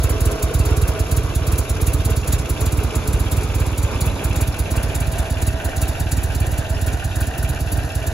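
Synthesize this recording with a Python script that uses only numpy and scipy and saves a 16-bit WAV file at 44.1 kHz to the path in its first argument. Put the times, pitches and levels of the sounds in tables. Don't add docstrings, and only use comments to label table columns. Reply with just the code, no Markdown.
import sys
import numpy as np
from scipy import signal
from scipy.fft import rfft, irfft, next_fast_len
from scipy.io import wavfile
from scipy.ndimage import uniform_filter1d, map_coordinates

SR = 44100
rng = np.random.default_rng(int(sys.argv[2]) if len(sys.argv) > 2 else 0)


def dump(signal):
    limited = np.clip(np.atleast_2d(signal).T, -1, 1)
    pcm = np.round(limited * 32767).astype(np.int16)
    wavfile.write(sys.argv[1], SR, pcm)


N = 358520

# (time [s], speed [crank turns a minute])
IDLE_SPEED = [(0.0, 1078), (0.32, 1130), (1.22, 1017), (1.59, 1081), (1.83, 1000), (2.46, 1110),
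              (3.05, 981), (3.61, 1043), (4.26, 1039), (4.39, 1050), (4.88, 986), (5.49, 1059),
              (6.11, 1022), (6.7, 1014), (7.28, 1092), (7.64, 1042), (8.13, 1036)]
# (time [s], place [0 side, 1 front corner, 2 front])
LISTENER_PATH = [(0, 0.15), (1.2, 0.37), (3.4, 0.75), (4.2, 1.06), (5.4, 1.76), (8.13, 1.95)]


def amp(db):
    return 10 ** (np.asarray(db) / 20)


def unit(x):
    return x / np.sqrt(np.mean(x ** 2) + 1e-20)


def along(points, hz):
    freqs, values = np.transpose(points)
    return np.interp(np.log(hz + 1), np.log(freqs + 1), values)


def curve(points):
    return np.interp(np.arange(N) / SR, *np.transpose(points))


def wobble(rate):
    return map_coordinates(rng.standard_normal(int(N * rate / SR) + 4), [np.arange(N) * rate / SR])


def filtered(x, response):
    size = next_fast_len(N + SR // 2)
    return irfft(rfft(x, size) * response(np.fft.rfftfreq(size, 1 / SR)), size)[..., :N]


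def coloured(x, spectrum):
    return unit(filtered(x, lambda hz: amp(along(spectrum, hz))))


def noise():
    return rng.standard_normal((2, N))


def pulse_response(gain, size=16384):
    cepstrum = irfft(np.log(gain(np.fft.rfftfreq(size, 1 / SR)) + 1e-6))
    cepstrum[1:size // 2] *= 2
    cepstrum[size // 2 + 1:] = 0
    return irfft(np.exp(rfft(cepstrum)))


def play(times, gains, shape):
    hits = np.bincount(np.round((times + 1) * SR).astype(int), gains, N + 2 * SR)
    return signal.fftconvolve(hits, shape)[SR:SR + N]


def place_each(times, sounds):
    where = np.round((times + 1) * SR).astype(int)[..., None] + np.arange(sounds.shape[-1])
    return np.bincount(where.ravel(), sounds.ravel(), N + 2 * SR)[SR:SR + N]


def puff(rise_s, decay_s):
    t = np.arange(SR // 8) / SR
    shape = (1 - np.exp(-(t / rise_s) ** 2)) * np.exp(-t / decay_s)
    return shape / shape.max()


def struck(times, db, modes, rise_s, scatter_db, size=4000):
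    hz, level, ring_s = np.transpose(modes)[..., None]
    t = np.arange(size) / SR
    rings = amp(level - 60 * t / ring_s) * np.exp(2j * np.pi * hz * t) * (1 - np.exp(-t / rise_s))
    draws = rng.standard_normal((len(times), 3, len(modes))).transpose(1, 0, 2)
    strengths = amp(db[:, None] + scatter_db * draws[0])
    phases = np.exp(2j * np.pi * draws[1:])
    return np.array([place_each(times, blows) for blows in ((strengths * phases) @ rings).real])


def stereo(pair, mid_gain, side_gain, direct):
    mid = filtered(pair[0], mid_gain)
    linked = filtered(pair[0], lambda hz: 1j * direct * side_gain(hz))
    side = linked + np.sqrt(1 - direct ** 2) * filtered(pair[1], side_gain)
    return np.array([mid + side, mid - side])


def spread(pair):
    # (frequency [Hz], side over mid [dB])
    width = [(60, -5), (280, -57), (500, -8), (1200, -9.5), (2000, -2.5), (2700, -4.5), (3200, 6.5),
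             (4000, -15), (5300, 14.5)]
    return stereo(pair, np.ones_like, lambda hz: amp(along(width, hz)), direct=0.56)


def treble_spread(pair, half_turn_hz=4900, in_step_hz=6100):
    angle = lambda hz: np.pi * np.maximum((hz - in_step_hz) / half_turn_hz, 0.12)
    return stereo(pair, lambda hz: np.cos(angle(hz)), lambda hz: np.sin(angle(hz)), direct=-.7)


def firings(lag_s=.0151, slow_s=.3, catch_up_s=.911, rebound_db=1.43, rebound_s=0.13):
    # (time [s], level against a full burn [dB])
    stumbles = [(0.15, -8), (0.32, -5), (0.37, -29.5), (0.48, -15), (0.94, -25.5), (1.05, -14),
                (1.24, -2.5), (1.29, -12), (1.41, -5), (1.64, -21), (1.75, -11), (1.99, -3), (2.22, -11),
                (2.4, -3), (2.45, -11.5), (2.55, -18), (2.89, -19.5), (3.01, -12), (3.26, -4), (3.44, -3.5),
                (3.49, -4.5), (3.67, -2), (3.72, -3.5), (3.9, -9), (3.95, -4), (4.13, -7), (4.18, -23.5),
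                (4.3, -3), (4.53, -21.5), (4.65, -12), (4.89, -5), (5.08, -7), (5.25, -10), (5.36, -5),
                (5.54, -3.5), (5.59, -22.5), (5.71, -24.5), (5.77, -2.5), (5.94, -19), (6.06, -5.5),
                (6.29, -4), (6.64, -19.5), (6.75, -4), (6.99, -15), (7.1, -10), (7.28, -3.5), (7.33, -7.5),
                (7.55, -11.5), (7.66, -5), (7.84, -2.5), (7.89, -17.5), (8.01, -11)]
    # (time [s], level [dB])
    odd_spits = [(.04, -27.5), (.1, -29), (.26, -29), (.32, -35), (.43, -27), (.59, -30.5), (.71, -41.5),
                 (.88, -31), (1.12, -29), (1.17, -29), (1.47, -31), (1.58, -28.5), (1.82, -28.5),
                 (1.87, -27.5), (1.94, -29.5), (2.05, -29), (2.17, -31), (2.28, -29.5), (2.33, -26),
                 (2.39, -35.5), (2.5, -28), (2.61, -30), (2.66, -30.5), (2.73, -30), (3.08, -29.5),
                 (3.32, -29.5), (3.44, -35.5), (3.67, -34.5), (3.78, -30), (3.83, -32), (4.01, -28.5),
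                 (4.36, -30.5), (4.42, -28.5), (4.59, -29), (4.72, -31), (4.96, -30), (5.13, -33),
                 (5.19, -30.5), (5.42, -29), (5.47, -28), (5.77, -31), (5.82, -27), (5.89, -30.5),
                 (6.0, -30), (6.12, -27.5), (6.24, -31.5), (6.35, -30.5), (6.59, -32), (6.87, -32),
                 (7.16, -32), (7.21, -31), (7.5, -32.5), (7.72, -29.5)]
    cycle = np.cumsum(curve(IDLE_SPEED)) / (2 * 60 * SR)
    number = np.arange(2 * int(cycle[-1]) + 1)
    is_second = number % 2
    due = np.interp(number // 2 + .445 * is_second, cycle, np.arange(N) / SR) - .0062
    weak_s, weak_db = np.transpose(stumbles)
    burn_db = np.bincount(abs(due[:, None] - weak_s + lag_s).argmin(axis=0), weak_db, len(number))
    lost = 1 - amp(burn_db)
    since = np.maximum(due[:, None] - due, 0)
    times = due + lag_s * ((1 - np.exp(-since / slow_s)) * np.exp(-since / catch_up_s)) @ lost
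    burn_db = burn_db + rebound_db * ((since > 0) * np.exp(-since / rebound_s)) @ lost
    thump_db = 1.8 + .8 * is_second + burn_db - 0.47 * times
    hiss_db = -33.5 + 0.5 * is_second + 4.6 * burn_db - 0.56 * times
    odd_s, odd_db = np.transpose(odd_spits)
    hiss_db[abs(times[:, None] - odd_s).argmin(axis=0)] = odd_db
    return times, thump_db, hiss_db


def exhaust_spit(level_db=4.5, lead_s=.0036, swell_s=.0068, decay_s=.009, tail_s=.025, split_hz=9500):
    times, _, db = firings()
    t = np.arange(-SR // 50, SR // 10) / SR
    after = np.maximum(t, 0)
    swell = np.exp(-(np.minimum(t, 0) / swell_s) ** 2)
    blow = swell * (np.exp(-after / decay_s) + amp(-18) * np.exp(-after / tail_s))
    # (frequency [Hz], level [dB])
    hiss_tone = [(1500, -21), (3000, -13), (4200, -6), (5500, -10), (7000, 1.5), (8600, 3), (11000, 1.5),
                 (13500, -2), (15600, -4.5)]
    hiss = coloured(noise(), hiss_tone)
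    dull = filtered(hiss, lambda hz: 1 / (1 + (hz / split_hz) ** 12))
    jet = 0
    for band in (dull, hiss - dull):
        sizes = amp(db + level_db + 1.3 * rng.standard_normal(len(times)))
        flutter = amp(1.2 * wobble(400))
        jet = jet + play(times - lead_s + t[0], sizes, blow) * flutter * band
    return treble_spread(jet)


def pipe_gas(flow_db=-33, chuff_db=-37.5, bark_db=-7):
    # (frequency [Hz], level [dB])
    chuff_tone = [(15, -22), (28, -9), (42, 0), (60, -7.5), (100, -4), (130, -3.5), (190, -17), (290, -14),
                  (380, -19.5), (800, -70)]
    # (frequency [Hz], level [dB])
    bark_tone = [(200, 3), (320, -5), (450, -4), (700, -6), (1300, -2), (2000, -8), (4000, -49)]
    times, thump_db, hiss_db = firings()
    flow = amp(flow_db) + play(times - .012, amp(thump_db + chuff_db), puff(.005, .054))
    bark = play(times[1::2] - .013, amp(hiss_db[1::2] + bark_db), puff(.0069, .034))
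    return spread(flow * coloured(noise(), chuff_tone) + bark * coloured(noise(), bark_tone))


def pipe_ring(level_db=-7, lead_s=0.0064):
    # (frequency [Hz], level [dB], ring time [s])
    modes = [(3780, -3, 0.1), (4080, 1, 0.053), (4580, 1, 0.08), (5260, -4, 0.076), (6860, 6.5, 0.072),
             (6990, 2, .03), (8000, -14, 0.037), (8200, -16, 0.044), (8600, -8, .04), (9400, -25, 0.03),
             (10600, -16, .05), (12500, -6, .05), (13400, -3, .035)]
    times, _, db = firings()
    return treble_spread(struck(times - lead_s, db + level_db, modes, rise_s=0.0071, scatter_db=3.5))


def silencer_thump(cutoff_hz=1100):
    # (frequency [Hz], level [dB])
    silencer = [(20.0, -28.0), (38.0, 30.0), (55.0, 40.5), (66.0, 42.5), (78.0, 40.0), (87.0, 36.5),
                (101.0, 38.0), (117.0, 30.0), (131, 32), (150.0, 26.5), (205.0, 12.5), (235, 17),
                (315.0, 19.5), (365.0, 3.0), (900.0, -16.0)]
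    times, db, _ = firings()
    thump = pulse_response(lambda hz: amp(along(silencer, hz)) / np.sqrt(1 + (hz / cutoff_hz) ** 4))
    return play(times, -amp(db + .3 * rng.standard_normal(len(times))), thump)


def clatter(cycles, jitter_s=0.0011, parts=36, size=1800):
    offsets = (np.arange(parts) + rng.uniform(0, 1, parts)) / parts * np.diff(cycles).mean()
    rings = rng.standard_normal((2, parts, size)) * puff(.0004, .008)[:size]
    times = cycles[:, None] + offsets + jitter_s * rng.standard_normal((len(cycles), parts))
    sizes = amp(rng.uniform(-4.0, 3.2, parts) + rng.uniform(-2.9, 3.5, times.shape))
    return unit(np.array([place_each(times, sizes[..., None] * ring) for ring in rings]))


def engine_cases(intake_db=-4, surge_db=1.1):
    # (frequency [Hz], level [dB])
    side = [(100, -27), (170, -3), (231, -21), (318, 6), (362, -3.5), (415, 5.5), (480, 3), (569, -13),
            (639, 2), (818, -13.5), (1110, -6), (1620, -12), (1820, -18), (2230, -17), (2940, -20),
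            (5500, -32.5), (7150, -44), (12100, -120)]
    # (frequency [Hz], level [dB])
    corner = [(100, -24), (170, -1.5), (304, -1.5), (342, -4.5), (478, -2), (648, -6), (687, -10.5),
              (842, -6), (1420, -12), (1960, -20.5), (2400, -12), (2740, -17.5), (3070, -27.5),
              (3400, -19.5), (5500, -45), (7150, -39), (12100, -120)]
    # (frequency [Hz], level [dB])
    front = [(100, -2.5), (170, -10.5), (313, -3), (352, -13), (413, -3), (514, -7.5), (658, 0.5),
             (1160, -17.5), (1530, -9), (1850, -9.5), (2110, -23), (2740, -14), (3210, -27.5),
             (3610, -28.5), (5500, -46), (7150, -66), (12100, -120)]
    # (time [s], level [dB])
    loudness = [(0, -28.5), (1, -30.5), (2.5, -31), (5, -30.5), (6, -32), (8.13, -32.5)]
    times, db, _ = firings()
    cycles = times[::2]
    load = play(times - .005, amp(db), puff(.005, .025))
    shaking = (clatter(cycles) + amp(-3) * noise()) * amp(load)
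    place = curve(LISTENER_PATH)
    heard = sum(np.clip(1 - abs(place - k), 0, 1) * coloured(shaking, tone)
                for k, tone in enumerate([side, corner, front]))
    # (frequency [Hz], level [dB])
    air_tone = [(220, -25), (330, -1), (450, 0), (580, -4), (850, -18), (1500, -50)]
    gulp = play(cycles + 0.07, np.ones(len(cycles)), puff(.033, .011))
    screening = amp(intake_db - 3 * place)
    intake = screening * gulp * coloured(noise(), air_tone)
    return spread(amp(curve(loudness) + surge_db * wobble(16)) * (heard + intake))


def chain_sizzle(level_db=-43, flutter_db=2.5):
    # (frequency [Hz], level [dB])
    tone = [(2500, -16), (4000, 4), (5500, 0), (6800, 5.5), (8500, -5.5), (11000, 4.5), (12600, -5.5),
            (13500, -4), (15600, -17)]
    return treble_spread(amp(level_db + flutter_db * wobble(180)) * coloured(noise(), tone))


def gear_whine(pitch_hz=651, level_db=-2.0, warble=0.4):
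    # (time [s], level [dB])
    loudness = [(0, -42), (.3, -34.5), (.7, -39.5), (1, -35), (1.25, -47), (1.65, -45), (2.0, -37.5),
                (2.6, -50), (3.5, -52), (3.95, -50), (4.1, -39), (4.8, -42), (5.2, -34), (5.5, -38),
                (5.85, -35.5), (6.15, -53), (6.6, -36), (7.0, -48), (7.35, -38), (7.9, -41), (8.13, -37)]
    crank_angle = 2 * np.pi * np.cumsum(curve(IDLE_SPEED)) / (60 * SR)
    phase = 2 * np.pi * pitch_hz * np.arange(N) / SR + .1 * wobble(22) + .4 * wobble(4)
    phase += warble * curve(LISTENER_PATH) * np.sin(crank_angle)
    return amp(curve(loudness) + level_db) * unit(amp(.7 * wobble(14)) * np.sin(phase))


def fin_pings(level_db=-53, range_db=3, count=300):
    # (frequency [Hz], level [dB], ring time [s])
    modes = [(3510, 3.5, 0.08), (3720, 4, 0.097), (3940, 2.5, 0.059), (4090, 1, 0.048), (4440, -1.5, .05),
             (5120, -4.5, 0.084)]
    shift, strength = rng.uniform(-1, 1, (count, 2)).T
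    times = (np.arange(count) + shift) / count * N / SR
    return spread(struck(times, level_db + range_db * strength, modes, rise_s=0.00084, scatter_db=4.5))


def airbox_boom(level_db=2.0, delay_s=0.037, other_delay_s=.081, other_db=-2):
    # (frequency [Hz], level [dB])
    airbox = [(25, -41), (45, 7), (62, -48), (80, 25), (100, 27.5), (140, -1.5), (250, -24), (600, -60)]
    cycles = firings()[0][::2]
    boom = pulse_response(lambda hz: amp(along(airbox, hz)))
    sizes = amp(level_db + 2 * rng.standard_normal((2, len(cycles))))
    first = play(cycles + delay_s, sizes[0], boom)
    return first + play(cycles + other_delay_s, amp(other_db) * sizes[1], boom)


def hollow_knocks():
    # (time [s], level [dB])
    knocks = [(.036, -22.5), (.114, -22.5), (.194, -27), (.509, -21), (.733, -27), (.812, -26),
              (1.092, -22), (1.593, -26.5), (2.095, -23), (2.249, -27.5), (2.915, -26), (3.522, -26)]
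    # (frequency [Hz], level [dB], ring time [s])
    modes = [(405, -5, .06), (452, 3.5, .08), (505, -8, .05)]
    times, db = np.transpose(knocks)
    return spread(struck(times, db, modes, rise_s=0.0023, scatter_db=0))


def valve_taps(level_db=-43.0, delay_s=0.0569, other_delay_s=0.093, other_db=-12):
    # (frequency [Hz], width [Hz], level [dB])
    modes = [(1556, 135, 3), (2337, 41, 5), (2426, 29, 6.5), (2687, 34, 11), (2900, 63, 1), (2990, 86, 0.5),
             (3300, 110, -3.5), (3510, 47, -2), (3930, 120, -9)]
    cycles = firings()[0][::2]
    sizes = amp(rng.normal(0, .4, (2, len(cycles))))
    rattle = puff(.003, .022)
    taps = play(cycles + delay_s, sizes[0], rattle)
    taps += play(cycles + other_delay_s, amp(other_db) * sizes[1], rattle)
    covers = lambda hz: sum(
        (-1) ** k * amp(db) * 1j * hz * width / (centre ** 2 - hz ** 2 + 1j * hz * width)
        for k, (centre, width, db) in enumerate(modes))
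    ring = filtered(noise(), covers)
    ring /= np.sqrt(abs(uniform_filter1d(ring ** 2, size=600)) + 1e-12)
    place = curve(LISTENER_PATH)
    hidden_db = -4 * np.clip(1 - place, 0, 1) - np.clip(place - 1, 0, 1)
    return spread(amp(level_db + hidden_db) * unit(taps * ring))


def fairing_rattle(level_db=-8):
    # (time [s], level [dB])
    knocks = [(0.959, -31), (5.5024, -30), (5.6013, -29), (5.728, -29), (6.1739, -31), (6.323, -31),
              (6.871, -29), (7.022, -25.5), (7.0763, -31), (7.1097, -37), (7.126, -35), (7.21, -25.5),
              (7.224, -34), (7.243, -34), (7.3542, -32), (7.426, -29), (7.574, -29.5), (7.657, -34),
              (7.7695, -29), (7.7898, -27), (7.911, -29.5)]
    # (frequency [Hz], level [dB], ring time [s])
    modes = [(780, -2, .04), (1195, -1, .035), (1460, 7, 0.051), (1590, 2, 0.097), (1806, 2.5, 0.055),
             (1920, -15, .04), (2420, -17, .05), (2470, -5, .05)]
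    times, db = np.transpose(knocks)
    return spread(struck(times, db + level_db, modes, rise_s=0.0011, scatter_db=0.5))


def yard_echo(x, spots=6):
    # (frequency [Hz], time to fall 60 dB [s])
    echo_time = [(100, 0.027), (1000, 0.079), (10000, 0.013)]
    hz, t, bands = signal.stft(rng.standard_normal((spots, 2, SR // 6)), SR, nperseg=256)
    tails = signal.istft(bands * amp(-60 * t / along(echo_time, hz)[:, None]), SR, nperseg=256)[1]
    spot = np.linspace(0, spots - 1, N)
    echo = 0
    for k, tail in enumerate(tails):
        nearness = np.sqrt(np.maximum(1 - abs(spot - k), 0))
        delayed = np.pad(x * nearness, (500, 0))[None]
        echo = echo + signal.oaconvolve(delayed, tail / np.linalg.norm(tail[0]), axes=1)[:, :N]
    return echo


def scene():
    metal = engine_cases() + valve_taps() + hollow_knocks() + fairing_rattle()
    metal += fin_pings() + chain_sizzle()
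    hiss = exhaust_spit() + pipe_ring()
    echo = yard_echo(amp(-11) * metal[0] + amp(-17) * hiss[0])
    return silencer_thump() + airbox_boom() + pipe_gas() + hiss + metal + gear_whine() + echo


def record(dry, top_hz=15750):
    # (frequency [Hz], left over right [dB])
    balance = [(30, -2), (120, -3.5), (250, -3), (500, -1), (1000, 0.7), (2000, 0.5), (4500, -2.5),
               (8000, 0.5)]
    tilt = lambda hz: amp(np.array([[.5], [-.5]]) * along(balance, hz))
    return filtered(dry, lambda hz: tilt(hz) * (hz < top_hz))


dry = scene()
out = record(dry)
dump(out)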